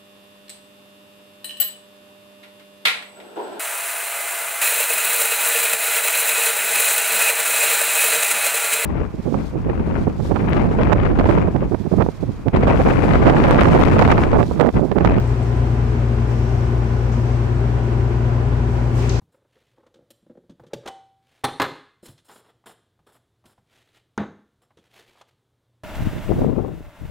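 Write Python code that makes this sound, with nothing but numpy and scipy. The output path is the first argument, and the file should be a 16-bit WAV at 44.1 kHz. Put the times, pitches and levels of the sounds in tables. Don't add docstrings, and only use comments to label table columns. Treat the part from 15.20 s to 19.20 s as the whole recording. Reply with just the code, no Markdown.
import sys
import numpy as np
from scipy import signal
from scipy.fft import rfft, irfft
from scipy.io import wavfile

SR = 44100
rng = np.random.default_rng(int(sys.argv[2]) if len(sys.argv) > 2 else 0)


def log_audio(samples):
    frames = np.atleast_2d(samples).T
    limited = np.clip(frames, -1, 1)
    pcm = np.round(limited * 32767).astype(np.int16)
    wavfile.write(sys.argv[1], SR, pcm)


N = 176400


def exhaust(firings):
    # (multiple of firing rate, level [dB])
    harmonics = [(2, -22.5), (4, -20)]
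    # (multiple of shaft rate, level [dB], left-right [dB])
    orders = [(9, -38, 4), (10, -37.5, 4), (11, -37.5, 6), (13, -36, 6), (14, -34.5, 9), (15, -40, 0),
              (16, -45, 3), (18, -43, -5), (24, -37, 2), (30, -48, 1), (33, -47, 2), (57, -56, 9),
              (63, -53, 10), (72, -52.5, 13), (84, -56, 2), (102, -51, -9), (108, -60, 0), (117, -60, 0),
              (123, -58.5, 4), (129, -60, 0), (156, -63, 0), (171, -61, 0)]
    firings_per_turn = 3
    boom = sum(-np.cos(2 * np.pi * k * firings) * undb(db + .45 * walk(5.8)) for k, db in harmonics)
    out = boom * pan(5.5)
    for k, db, side_db in orders:
        cycles = k * firings / firings_per_turn + rng.random()
        out += np.cos(2 * np.pi * cycles) * undb(db + 1.5 * walk(1.9)) * pan(side_db)
    return np.sqrt(2) * out


def clatter(firings):
    # (frequency [Hz], relative density [dB])
    spectrum = [(200, -22), (350, -5), (600, -0.5), (1000, -10), (1500, -7), (2200, -21), (3500, -29),
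                (7000, -49)]
    level_db, scatter_db = -42.5, 3.2
    onsets = np.flatnonzero(np.diff(np.floor(firings)))
    pulses = np.zeros(N)
    pulses[onsets] = undb(scatter_db * rng.standard_normal(N)[:len(onsets)])
    return undb(level_db) * colour(walls(pulses, t60_s=.68), spectrum)


def knock():
    # (time [s], level [dB], left-right [dB])
    hits = [(3.882, -25, 13), (3.911, -40, -8.5), (3.93, -41, 2), (3.943, -38.5, -4), (3.977, -42, 6)]
    # (frequency [Hz], relative density [dB])
    spectrum = [(2000, -29.5), (3300, -3.5), (4500, -3), (6200, -2.5), (7600, -11), (10000, -39)]
    blows = sum(fade(start_s, t60_s=.014) * undb(db) * pan(side_db) for start_s, db, side_db in hits)
    ring = fade(hits[0][0], t60_s=.94) * undb(-39)
    burst = rng.standard_normal((2, N)) * (blows + ring)
    response = unit(undb(over_hz(spectrum)))
    return along_steel(irfft(rfft(burst) * response, N), travel_s=.0135)


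def rope_zings():
    # (time [s], level [dB], t60 [s])
    slips = [(1.01, -47.5, 2.2), (1.83, -56.5, .8), (3.664, -36.5, 1.8)]
    # (frequency [Hz], relative density [dB])
    spectrum = [(700, -9), (1500, 3), (2500, 5), (3600, -3.5), (5500, -3.5), (8000, -8.5), (10500, -20),
                (13500, -20), (15500, -33)]
    attack_s = .054
    envelope = sum(undb(db) * fade(start_s, t60_s) * np.clip((times() - start_s) / attack_s, 0, 1)
                   for start_s, db, t60_s in slips)
    return along_steel(diffuse(spectrum) * envelope, travel_s=.08)


def rope_hiss():
    # (frequency [Hz], relative density [dB])
    spectrum = [(1500, -10.5), (3400, -2.5), (4300, 1.5), (5700, 1), (7000, -3), (8500, -4.5), (10300, -18),
                (13000, -15), (15500, -18)]
    # (time [s], level [dB])
    levels = [(0, -51.5), (.25, -52), (.95, -53), (1.4, -52.5), (1.75, -53), (2.1, -52), (2.4, -53),
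              (3.4, -53.5), (3.57, -51.5), (3.7, -52)]
    return diffuse(spectrum) * undb(curve(levels) + .4 * walk(17))


def rope_taps():
    # (time [s], level [dB], peak [Hz], t60 [s])
    taps = [(.075, -54, 7800, 0.27), (.225, -54, 7700, .25), (.37, -58, 7800, .2),
            (1.075, -58.5, 7500, .45), (1.92, -50.5, 6600, 0.39), (2.055, -53, 6000, .2)]
    out = 0
    for start_s, db, hz, t60_s in taps:
        spectrum = [(hz / 10, -60), (hz / 2, -18), (hz, 0), (hz * 2, -36)]
        out += diffuse(spectrum) * fade(start_s, t60_s) * undb(db)
    return out


def sheave():
    # (frequency [Hz], width [Hz], relative level [dB])
    resonances = [(2390, 500, 0.5), (5430, 250, 0.5), (6000, 600, -1.5), (12000, 1600, -12.5)]
    # (time [s], level [dB])
    levels = [(1.0, -89), (1.1, -61), (1.42, -60), (1.55, -71), (1.85, -62), (2.15, -66), (2.3, -89)]
    # (time [s], pitch ratio)
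    glide = [(1.1, 1), (1.4, 1.02), (1.65, 1), (2.2, 0.94)]
    out = 0
    for hz, width_hz, db in resonances:
        cycles = np.cumsum(hz * curve(glide)) / SR
        rub = np.array([walk(width_hz) + 1j * walk(width_hz) for _ in range(2)])
        out += np.real(rub * np.exp(2j * np.pi * cycles)) * undb(db)
    return out * undb(curve(levels)) * pan(-2)


def winch_drives():
    # (frequency [Hz], relative level [dB])
    hums = [(224.3, -4), (228.4, -7)]
    # (time [s], gain [dB])
    load = [(0, -36.5), (.6, -37), (1.02, -27.5), (1.35, -30.5), (1.8, -31.5), (2.3, -33), (2.7, -30),
            (3.05, -42.5), (3.5, -41), (4, -43)]
    return sum(tone(hz) * undb(db) for hz, db in hums) * undb(curve(load) - 1) * pan(3)


def whines():
    # (frequency [Hz], left-right [dB])
    tones = [(959.5, -8), (1184.5, 5), (1451, 12), (1480.3, 1)]
    # (time [s], level [dB])
    levels = [
        [(0, -55), (.7, -59.5), (1.6, -59), (2.05, -49), (2.3, -61), (2.55, -47), (3.1, -51.5), (3.35, -56),
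         (3.55, -41.5), (3.8, -54), (4, -48)],
        [(0, -60), (1.3, -53.5), (2.1, -59), (3.4, -60), (4, -58)],
        [(0, -65), (1.8, -57.5), (2.8, -67.5), (3.5, -48.5), (4, -67)],
        [(0, -63.5), (.8, -59.5), (1.7, -53.5), (2.3, -60), (2.7, -59), (3.2, -64), (4, -60)],
    ]
    return sum(tone(hz) * undb(curve(level) + .2 * walk(7)) * pan(side_db)
               for (hz, side_db), level in zip(tones, levels))


def fans():
    # (frequency [Hz], level [dB], left-right [dB])
    hums = [(55.8, -38.5, 4), (75, -41, 5), (90.8, -35.5, 4), (248, -47, 3), (260.8, -40, 3),
            (348.5, -45, 3), (388, -49, 2), (414.6, -47, 2), (521, -53, 3), (782.3, -55, 12)]
    return sum(tone(hz) * undb(db + 1.5 * walk(1.7)) * pan(side_db) for hz, db, side_db in hums)


def ducts():
    # (frequency [Hz], pitch wander [fraction], wander rate [Hz], level [dB])
    howls = [(384.8, 0.04977, 8.86, -36.5), (87.9, .04, 5, -35)]
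    return pan(3.5) * sum(tone(hz, wander, rate_hz) * undb(db + 1.5 * walk(10))
                          for hz, wander, rate_hz, db in howls)


def roar():
    # (frequency [Hz], relative density [dB])
    spectrum = [(20, -42), (33, -19), (48, 0), (72, -2.5), (92, -.5), (112, -1), (145, -9), (192, -11.5),
                (228, -8), (270, -12), (312, -10), (350, -6.5), (410, -8), (470, -13.5), (640, -18),
                (760, -15), (850, -16.5), (925, -19.5), (1010, -18.5), (1110, -22.5), (1550, -26),
                (2300, -29.5), (3500, -35.5)]
    # (time [s], midrange gain [dB])
    swell = [(0, 1), (1, -0.5), (1.7, 1), (2.5, 0.5), (3.1, 1), (3.65, 0.5), (4, -0.5)]
    level_db, flicker_db = -25.6, .62
    mid_hz, top_hz = 820, 3325
    air = signal.sosfilt(signal.butter(4, top_hz, fs=SR, output="sos"), diffuse(spectrum))
    midrange = irfft(rfft(air) * over_hz([(mid_hz / 2, 0), (mid_hz, 1), (mid_hz * 2, 0)]), N)
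    air += midrange * (undb(curve(swell)) - 1)
    return air * undb(level_db + flicker_db * walk(25))


def along_steel(x, travel_s):
    ref_hz = 5000
    hz = np.fft.rfftfreq(2 * N, 1 / SR)
    lag_cycles = 2 * travel_s * np.sqrt(ref_hz * hz)
    return irfft(rfft(x, 2 * N) * np.exp(-2j * np.pi * lag_cycles))[..., :N]


def walls(x, t60_s):
    tail = rng.standard_normal((2, N)) * np.exp(-np.log(1000) * times() / t60_s)
    return irfft(rfft(x) * rfft(tail), N)


def diffuse(spectrum):
    # (frequency [Hz], left-right correlation before clipping to 0-1)
    likeness = [(60, 9), (130, 2.5), (290, 0.47), (640, 0.83), (1400, -2.3), (3000, 0)]
    # (frequency [Hz], left-right [dB])
    balance = [(60, -1), (110, 1.5), (200, 0.5), (380, 3.5), (690, 4.5), (1280, -0.5), (4000, 1),
               (8000, -4), (14000, -1.5)]
    mid, side = rfft(rng.standard_normal((2, N)))
    alike = np.clip(over_hz(likeness), 0, 1)
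    stereo = mid * np.sqrt(1 + alike) + np.array([[1], [-1]]) * side * np.sqrt(1 - alike)
    return colour(irfft(stereo * pan(over_hz(balance)), N), spectrum)


def tone(hz, wander=.00081, rate_hz=2.5):
    cycles = np.cumsum(hz * (1 + wander * walk(rate_hz))) / SR + rng.random()
    return np.sqrt(2) * np.sin(2 * np.pi * cycles)


def walk(rate_hz):
    hz = np.fft.rfftfreq(N, 1 / SR)
    return unit(irfft(rfft(rng.standard_normal(N)) * np.exp(-(hz / rate_hz) ** 2) * (hz > 0), N))


def fade(start_s, t60_s):
    age_s = times() - start_s
    return (age_s > 0) * np.exp(-np.log(1000) * np.abs(age_s) / t60_s)


def colour(x, spectrum):
    return unit(irfft(rfft(x) * undb(over_hz(spectrum)), N))


def pan(side_db):
    gains = undb(np.array([[.5], [-.5]]) * side_db)
    return gains / np.sqrt(np.mean(gains ** 2, axis=0))


def curve(rows):
    return np.interp(times(), *np.array(rows).T)


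def over_hz(rows):
    hz, value = np.array(rows, float).T
    return np.interp(np.log(np.fft.rfftfreq(N, 1 / SR) + 1e-9), np.log(hz), value)


def unit(x):
    return x / np.sqrt(np.mean(x ** 2))


def undb(db):
    return 10 ** (np.asarray(db) / 20)


def times():
    return np.arange(N) / SR


def scene():
    firing_hz, speed_wander = 29.607, .0007
    firings = np.cumsum(firing_hz * (1 + speed_wander * walk(.75))) / SR
    generator = exhaust(firings) + clatter(firings)
    machinery = fans() + winch_drives() + whines()
    ventilation = ducts() + roar()
    hoist = rope_hiss() + rope_zings() + sheave() + rope_taps() + knock()
    return generator + machinery + ventilation + hoist


def record(dry):
    edge_s, top_hz = .003, 15450
    ramp = np.clip(np.minimum(times(), times()[::-1]) / edge_s, 0, 1)
    edges = np.sin(np.pi / 2 * ramp) ** 2
    return signal.sosfilt(signal.ellip(8, .1, 70, top_hz, fs=SR, output="sos"), dry * edges)


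dry = scene()
out = record(dry)
log_audio(out)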